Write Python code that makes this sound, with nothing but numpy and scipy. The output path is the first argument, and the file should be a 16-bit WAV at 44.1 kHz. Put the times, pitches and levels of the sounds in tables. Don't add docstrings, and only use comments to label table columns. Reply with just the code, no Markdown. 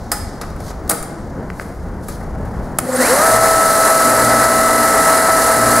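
import sys
import numpy as np
from scipy import signal
from scipy.fft import rfft, irfft, next_fast_len
from scipy.io import wavfile
from scipy.ndimage import map_coordinates

SR = 44100
rng = np.random.default_rng(int(sys.argv[2]) if len(sys.argv) > 2 else 0)


def to_linear_factor(level_db):
    exponent = np.asarray(level_db, float) / 20
    return 10 ** exponent


def master_out(mix):
    frames = np.transpose(np.atleast_2d(mix))
    ceiling = np.clip(frames, -1, 1)
    pcm = np.round(ceiling * 32767).astype(np.int16)
    wavfile.write(sys.argv[1], SR, pcm)


N = 255780

# time in seconds, rumble level in dB.
SHOP_RUMBLE = [(0, -31.5), (.11, -34.5), (.27, -26), (.32, -37.5), (.44, -29), (.69, -31), (.87, -24.5),
               (.93, -48.5), (1.13, -33), (1.25, -28), (1.37, -31), (1.76, -32), (1.89, -26), (2.16, -30),
               (2.42, -25.5), (2.74, -31), (2.83, -45), (2.88, -33.5)]
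# frequency in Hz, level in dB per Hz.
RUMBLE_COLOUR = [(12, -32.5), (20, 5), (75, 4.5), (130, -6.5), (170, -45), (290, -120)]
DRONE_COLOUR = [(53, -27.5), (90, -8.5), (180, -2), (350, -10), (520, -11.5), (800, -13.5), (1200, -21),
                (1500, -22), (2050, -30), (2400, -42), (3300, -47.5), (4200, -70)]
DRONE_DB, DRONE_RISE_DB_PER_S = -39.5, 1.522
PRESSED_RUMBLE_DB, PRESSED_DRONE_DB = -37.5, -40.5

# peak in seconds, rise in seconds, fall in seconds, soft
# level in dB, bright level in dB.
RUSTLE = [
    (.3, .7, 0.154, -52, -59.5),
    (.655, 0.029, 0.033, -49.5, -45.5),
    (.7, 0.03, 0.0183, -42, -50.5),
    (.95, 0.135, 0.253, -54.5, -65),
    (1.61, 0.061, 0.095, -53, -48),
    (2.04, 0.0163, 0.045, -58.5, -51.5),
    (2.095, 0.016, 0.0624, -43, -42),
    (2.65, 0.185, 0.216, -62, -59),
]
# soft level in dB, bright level in dB.
STILL_DB = [-58.5, -61]
# frequency in Hz, level in dB per Hz.
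SOFT_COLOUR = [(2600, -29.5), (3000, -10.5), (3800, -4.5), (4600, -1), (5600, -2), (6800, -2.5),
               (8500, -13.5), (11000, -41)]
BRIGHT_COLOUR = [(5500, -23), (7000, -6), (9000, -1), (11000, -2), (13000, -5.5), (15000, -12.5),
                 (17000, -13)]

# time in seconds, bright peak in dB, thud in dB over it,
# soft crack in dB over it, time to fall 60 dB in seconds.
KNOCKS = [
    (0.1163, -5, -14.5, -10.5, 0.0715),
    (0.4131, -22, -1.5, 1, 0.0475),
    (0.8765, -30.5, -3, -4.5, 0.028),
    (0.8934, -5.5, -17, -13, 0.0315),
    (0.8962, -3, -19, -11, 0.04),
    (0.908, -8, -11.5, -13.5, 0.025),
    (0.914, -6.5, -10, -9, 0.032),
    (1.026, -18, -10, -11, 0.0385),
    (2.0841, -21.5, -7.5, -9.5, 0.068),
]
SWITCH = [
    (2.7855, 0, -32, -12, 0.0178),
    (2.7878, -10, -29.5, -8, 0.0237),
    (2.8, -24.5, -9.5, -3.5, .03),
]
# time in seconds, bright peak in dB, thud in dB over it.
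TICKS = [(0.433, -42, 11.5), (0.5013, -39.5, 6.5), (0.5614, -38, 3), (0.6025, -31.5, -0.5),
         (0.6791, -33, 0.6), (0.7039, -33, 3.5), (0.836, -47.5, 1), (1.609, -35, 3), (2.2094, -44, 8.5),
         (2.3477, -48.5, 13.5), (2.385, -46, 1), (2.4486, -41, -4.5), (2.4547, -44.5, 4)]
# frequency in Hz, level in dB per Hz.
THUD_COLOUR = [(240, -39.5), (400, -5.5), (686, -2.5), (953, -11), (1250, -2.5), (2410, -20), (3000, -28.5),
               (3900, -58), (6600, -120)]
# frequency in Hz, level in dB,
# time to fall 60 dB in seconds.
PLATE = [(825, -8.5, 0.194), (1273.5, -6.5, 0.11), (1773, -11, .09), (1938, -1.5, 0.051), (4983, 1, .07),
         (5160, -6, 0.054), (5090, -26.5, .3), (5200, -30.5, 0.28)]
BENCH = [(317.6, -2, 0.52), (480.8, -6.5, 0.255), (656, -2, 0.27), (790.5, -3.5, 0.187),
         (1059.6, -3.5, .25), (1276, -4.5, 0.304), (1774, -7.5, 0.26), (4900, -17.5, .4)]
# time in seconds, level in dB.
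PLATE_BLOWS = [
    (0.117, -16),
    (.413, -35.5),
]
BENCH_BLOWS = [
    (.897, -27.5),
    (.912, -24.5),
]

# time in seconds, peak in dB, time to fall 60 dB in seconds.
SNAPS = [
    (1.5016, -17.5, .012),
    (1.5971, -15, .012),
    (2.7876, -8.5, .025),
]
# frequency in Hz, width in Hz, level in dB.
HOUSING = [(700, 600, -5), (1434, 350, 1), (2058, 400, -4.5), (3200, 800, -22), (4570, 800, -20)]

# frequency in Hz, time to fall 60 dB in seconds.
HALL = [(300, 1), (2000, 1), (6000, 0.633), (10000, 0.498), (14000, 0.31)]
# frequency in Hz, side over mid in dB.
SIDE_DB = [(60, -17.5), (110, -17), (200, -23), (380, -19), (700, -17.5), (1290, -20), (2380, -19),
           (4400, -13), (8120, -17.5), (15000, -7)]

# time in seconds, share of full speed.
SPEED = [(2.79, 0), (2.935, .3), (3.03, .495), (3.065, .61), (3.12, .78), (3.17, .88), (3.2, .925),
         (3.245, .998), (3.3, 1)]
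SHAFT_HZ, BLADES = 59.43, 11
LAP = 2159

# time in seconds, level in dB.
NEARNESS = [(3.19, -18.5), (3.36, -19), (3.39, -23.5), (3.44, -19), (3.57, -21), (3.97, -18.5), (4.12, -20),
            (4.44, -19), (4.47, -22), (4.75, -20.5), (5.18, -19.5), (5.21, -21.5), (5.34, -19.5),
            (5.48, -19), (5.61, -21), (5.8, -18)]
# frequency in Hz, level in dB per Hz.
ROAR_COLOUR = [(35, -50.5), (60, -33.5), (160, -33), (251, -6), (350, -13), (577, -7), (648, -2.5),
               (716, -6), (1220, -7), (1300, -6), (1390, -6), (2010, -11), (2220, -19), (3200, -38),
               (4160, -64.5), (7040, -120)]
GRIT_COLOUR = [(1650, -39.5), (2800, -9), (3240, -12.5), (3720, -9), (4060, -2.5), (6020, -4.5),
               (7390, -0.5), (10600, 2), (13100, -6.5), (15000, -14), (17000, -18)]
ROAR_DB, GRIT_DB = -22.5, -19.5
AWAKE_SHARE, WAKE_DB = 0.4752, 55.5
# multiple of the lap rate, level in dB.
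DENTS = [(20, -35.5), (21, -35.5), (22, -35), (23, -32), (25, -38.5), (26, -31), (29, -31), (31, -35),
         (36, -28.5), (39, -30.5), (59, -31), (81, -43.5), (83, -41.5), (87, -42.5), (89, -36.5),
         (99, -37.5)]

# multiple of the blade rate, full level in dB,
# speed share where it is fully awake, dB lost per share below that.
FAN = [(1, -20, .76, 150), (2, -17, 0.969, 124.5), (3, -37.5, 1, 38)]
# time in seconds, half length in seconds, lift in dB.
FAN_ZONES = [
    (3.2, .3, 2.5),
    (4.1, 0.32, 1.05),
    (4.953, 0.66, 7.5),
]
FAN_PASS_DB, FAN_PASS_SHARE, FAN_PASS_WIDTH = 3, 0.772, 0.132
GLIDE_ROUGH_DB = 20
# time in seconds,
# half length in seconds, low tones in dB, middle tones in dB.
HUM = [
    (3.374, 0.064, -28.5, -44.5),
    (3.549, 0.11, -38.5, -33),
    (4.075, 0.1, -43.5, -31.5),
    (4.304, 0.172, -27.5, -24.5),
    (4.718, 0.18, -42, -24),
    (4.998, 0.128, -49, -32),
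    (5.68, 0.145, -27, -23),
]
HUM_LEAST_DB = -47
# multiple of the shaft rate, level in dB.
LOW_ORDERS = [(1, -9.5), (2, -2)]
MID_ORDERS = [(4, -3.5), (4.97, -4), (6, -14), (8, -12)]
SLOT_DB, SLOT_SHARE = -21.5, .49
SLOT_RISE_DB, SLOT_FALL_DB = 62, 80
# time in seconds, level in dB.
SQUEALS = [
    (2.935, -26.5),
    (2.963, -22),
    (3.003, -37),
]
SQUEAL_S = 0.0078
# time in seconds, first frame mode in dB, second in dB.
STRAIN = [
    (2.84, -28, -28),
    (2.868, -34.5, -29),
    (2.896, -26.5, -19),
    (2.931, -28, -21),
    (2.952, -25.5, -15),
    (2.994, -17.5, -19.5),
    (3.014, -28, -14),
    (3.043, -31.5, -18),
    (3.13, -26, -33),
]
THROB_S = [0.02, .01]
# frequency in Hz, level in dB.
FRAME = [
    [(250, -1)],
    [(515, 0.5), (560, -8.5), (770, -11), (1240, -17.5)],
]

# frequency in Hz, left over right in dB.
LEAN = [(60, 1), (110, 1), (200, 1.0), (380, 1.5), (700, 1.0), (1290, 1.5), (2380, 2), (4400, -2),
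        (10000, -3), (13500, -2.47)]
# frequency in Hz, radians by which left leads.
LAG = [(0, 0.084), (7240, -0.024), (10800, 0.12), (12600, 1.67), (14600, 0.18), (16400, -0.0)]
HISS_DB, TOP_HZ = -64.5, 15720


def unit(x):
    return x / np.sqrt(np.mean(x ** 2) + 1e-20)


def along(points, hz):
    f, v = np.transpose(points)
    return np.interp(np.log(hz + 1), np.log(f + 1), v)


def curves(rows):
    s, *cols = np.transpose(rows)
    return [np.interp(np.arange(N) / SR, s, c) for c in cols]


def wobble(rate):
    coarse = np.arange(0, N + 32, 32)
    knots = rng.standard_normal(int(N * rate / SR) + 4)
    return np.interp(np.arange(N), coarse, map_coordinates(knots, [coarse * rate / SR]))


def swell(s, rise, fall, order=2):
    coarse = np.arange(0, N + 32, 32)
    late = coarse / SR - s
    bell = np.exp(-np.abs(late / np.where(late < 0, rise, fall)) ** order)
    return np.interp(np.arange(N), coarse, bell)


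def summed_db(gains):
    return 20 * np.log10(sum(gains) + 1e-7)


def coloured(x, spectrum):
    m = next_fast_len(N + 8192)
    gain = to_linear_factor(along(spectrum, np.fft.rfftfreq(m, 1 / SR)))
    return irfft(rfft(x, m) * gain, m)[..., :N]


def spread(pair, spectrum):
    mid, side = coloured(pair, spectrum)
    side = coloured(side, SIDE_DB)
    return unit(np.array([mid + side, mid - side]))


def tone(turns, multiple, db, rough_db, pace=25):
    strength = np.sqrt(2) * to_linear_factor(db + rough_db * wobble(pace))
    return strength * np.sin(2 * np.pi * (multiple * turns + rng.random()))


def room_noise(spectrum):
    return spread(rng.standard_normal((2, N)), spectrum)


def shop(speed):
    pressing = np.minimum(4 * speed, 1)
    rumble_db = curves(SHOP_RUMBLE)[0]
    rumble_db = rumble_db + (PRESSED_RUMBLE_DB - rumble_db) * pressing
    rumble = to_linear_factor(rumble_db + 1.49 * wobble(11)) * room_noise(RUMBLE_COLOUR)
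    drone_db = DRONE_DB + DRONE_RISE_DB_PER_S * np.arange(N) / SR
    drone_db = drone_db + (PRESSED_DRONE_DB - drone_db) * pressing
    drone = to_linear_factor(drone_db + 8.5 + 1.2 * wobble(3.005) + 1.18 * wobble(14)) * room_noise(DRONE_COLOUR)
    soft, bright = to_linear_factor(STILL_DB[0]), to_linear_factor(STILL_DB[1])
    for s, rise, fall, soft_db, bright_db in RUSTLE:
        stroke = swell(s, rise, fall, order=1)
        soft = soft + to_linear_factor(soft_db) * stroke
        bright = bright + to_linear_factor(bright_db) * stroke
    grain = to_linear_factor(1.29 * wobble(90) + 0.31 * wobble(24.98))
    return rumble + drone + grain * (soft * room_noise(SOFT_COLOUR) + bright * room_noise(BRIGHT_COLOUR))


def knocks():
    out, t = np.zeros((2, N + SR)), np.arange(SR // 2) / SR
    bright, soft, thud = [unit(coloured(rng.standard_normal(N), colour))
                          for colour in (BRIGHT_COLOUR, SOFT_COLOUR, THUD_COLOUR)]
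    ticks = [(s, db, thud_db, -2.5, 0.0464) for s, db, thud_db in TICKS]
    for s, db, thud_db, soft_db, t60 in KNOCKS + ticks + SWITCH:
        pan_db = 2.5 * s * (s < SWITCH[0][0])
        at = slice(round(s * SR), round(s * SR) + len(t))
        crack = bright[at] + to_linear_factor(soft_db) * soft[at]
        crack = crack * to_linear_factor(-60 * t / t60) * (1 - np.exp(-t / 0.000313))
        dull = thud[at] * to_linear_factor(thud_db + 7 - 60 * t / (1.797 * t60)) * (1 - np.exp(-t / 0.001))
        out[:, at] += to_linear_factor(db - 6) * to_linear_factor([[pan_db / 2], [-pan_db / 2]]) * (crack + dull)
    for modes, blows in ((PLATE, PLATE_BLOWS), (BENCH, BENCH_BLOWS)):
        for s, blow_db in blows:
            ring = sum(to_linear_factor(db + rng.normal(0, 2.0) - 60 * t / t60) * np.sin(2 * np.pi * hz * t)
                       for hz, db, t60 in modes)
            out[:, round(s * SR):][:, :len(t)] += to_linear_factor(blow_db) * ring
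    return out[:, :N]


def snaps():
    out, t = np.zeros(N + SR), np.arange(SR // 4) / SR
    for s, db, t60 in SNAPS:
        blow = 0.72 + rng.standard_normal(len(t))
        out[round(s * SR):][:len(t)] += to_linear_factor(db + 13.5 - 60 * t / t60) * blow
    f = np.fft.rfftfreq(len(out), 1 / SR)
    body = 0
    for k, (centre, width, db) in enumerate(HOUSING):
        resonance = 1j * f * width / (centre * centre - f * f + 1j * f * width)
        body = body + (-1) ** k * to_linear_factor(db) * resonance
    return irfft(rfft(out) * body, len(out))[:N]


def hall(x):
    hz, t, z = signal.stft(rng.standard_normal((2, SR)), SR, nperseg=256)
    decay = to_linear_factor(-60 * t / along(HALL, hz)[:, None])
    near, far = signal.istft(z * decay, SR, nperseg=256)[1]
    tail = np.array([near + 0.474 * far, near - 0.35 * far]) / np.linalg.norm(near)
    delayed = np.pad(x, ((0, 0), (300, 0)))
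    return signal.fftconvolve(delayed, tail, axes=1)[:, :N]


def looped(speed, memory, share):
    share = share * speed ** 4
    laps = rng.standard_normal((2, N // LAP + 22, LAP))
    surface = signal.lfilter([1], [1, -memory], laps, axis=1)[:, 20:]
    surface = unit(surface.reshape(2, -1))
    passing = surface[:, np.cumsum(speed).astype(int)]
    return np.sqrt(share) * passing + np.sqrt(1 - share) * rng.standard_normal((2, N))


def belt(speed):
    near_db = curves(NEARNESS)[0] - np.mean(NEARNESS, axis=0)[1]
    drive_db = near_db * speed - WAKE_DB * np.maximum(AWAKE_SHARE - speed, 0)
    drive_db = np.where(speed > 0, drive_db, -120)
    roar_db = ROAR_DB + drive_db + 0.54 * wobble(9)
    grit_db = GRIT_DB + drive_db
    laps = np.cumsum(speed) / LAP
    seam_db = 0.984 * np.sin(4 * np.pi * laps) + .5 * np.sin(2 * np.pi * laps)
    seam_db = seam_db + 0.44 * np.sin(12 * np.pi * laps)
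    roar = spread(looped(speed, memory=0.898, share=0.275), ROAR_COLOUR)
    roar = to_linear_factor(roar_db + 6 + 0.8 * wobble(30)) * roar
    grit = spread(looped(speed, memory=0.523, share=0.996), GRIT_COLOUR)
    grit = to_linear_factor(grit_db + seam_db + 0.58 * wobble(14)) * grit
    dents = sum(tone(laps, k, roar_db + 20.5 + db, rough_db=2.0, pace=3.039) for k, db in DENTS)
    return roar + grit + dents * speed ** 8


def fan(speed, turns):
    out = 0
    for i, ((k, db, awake, lost_db), (s, half, zone_db)) in enumerate(zip(FAN, FAN_ZONES)):
        lift_db = zone_db * swell(s, half, half) + GLIDE_ROUGH_DB * (1 - speed) * wobble(70)
        if i == 0:
            lift_db = lift_db + FAN_PASS_DB * np.exp(-((speed - FAN_PASS_SHARE) / FAN_PASS_WIDTH) ** 2)
        tone_db = db + lift_db - lost_db * np.maximum(awake - speed, 0) + 0.5 * wobble(4.056)
        out = out + tone(turns, BLADES * k, tone_db, rough_db=1.0, pace=18)
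    return out


def shaft_hum(speed, turns):
    least = to_linear_factor(HUM_LEAST_DB) * speed ** 8
    low_db = summed_db([least] + [to_linear_factor(low) * swell(s, half, half) for s, half, low, _ in HUM])
    mid_db = summed_db([least] + [to_linear_factor(mid) * swell(s, half, half) for s, half, _, mid in HUM])
    low = sum(tone(turns, k, low_db + db, rough_db=1.5) for k, db in LOW_ORDERS)
    mid = sum(tone(turns, k, mid_db + db, rough_db=2.06, pace=12) for k, db in MID_ORDERS)
    return low + mid


def starting_whines(speed, turns):
    slot_db = SLOT_DB - SLOT_RISE_DB * np.maximum(SLOT_SHARE - speed, 0)
    slot_db = slot_db - SLOT_FALL_DB * np.maximum(speed - SLOT_SHARE, 0)
    slots = tone(turns + .0025 * wobble(150), 68, slot_db, rough_db=2.0, pace=90)
    bearing_db = summed_db(to_linear_factor(db) * swell(s, SQUEAL_S, SQUEAL_S) for s, db in SQUEALS)
    return slots + tone(turns, 434, bearing_db, rough_db=2, pace=70)


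def shaken_frame():
    out = 0
    for m, (half, modes) in enumerate(zip(THROB_S, FRAME)):
        strain_db = summed_db(to_linear_factor(row[m + 1]) * swell(row[0], half, half) for row in STRAIN)
        for hz, db in modes:
            out = out + tone(np.arange(N) / SR, hz, strain_db + db, rough_db=1.2, pace=60)
    return out


def motor(speed):
    turns = np.cumsum(speed) * SHAFT_HZ / SR
    return fan(speed, turns) + shaft_hum(speed, turns) + starting_whines(speed, turns) + shaken_frame()


def scene():
    speed = curves(SPEED)[0]
    hits, plastic = knocks(), snaps()
    before_switch = np.arange(N) < SPEED[0][0] * SR - 600
    wet_db = np.where(before_switch, -7.5, -12.5)
    echo = hall(to_linear_factor(wet_db) * hits + to_linear_factor(-11.5) * plastic)
    return shop(speed) + hits + plastic + echo + belt(speed) + motor(speed)


def top_cut(x):
    return signal.sosfilt(signal.butter(12, 16800, fs=SR, output="sos"), x)


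def record(dry):
    m = next_fast_len(N + 8192)
    hz = np.fft.rfftfreq(m, 1 / SR)
    half = to_linear_factor(along(LEAN, hz) / 2) * np.exp(.5j * along(LAG, hz))
    held = dry / (1 + np.abs(dry / 1.47) ** 6) ** (1 / 6)
    held = held + to_linear_factor(HISS_DB) * rng.standard_normal(dry.shape)
    ports = irfft(rfft(held, m) * [half, 1 / half] * (hz < TOP_HZ), m)[:, :N]
    return top_cut(ports)


dry = scene()
out = record(dry)
master_out(out)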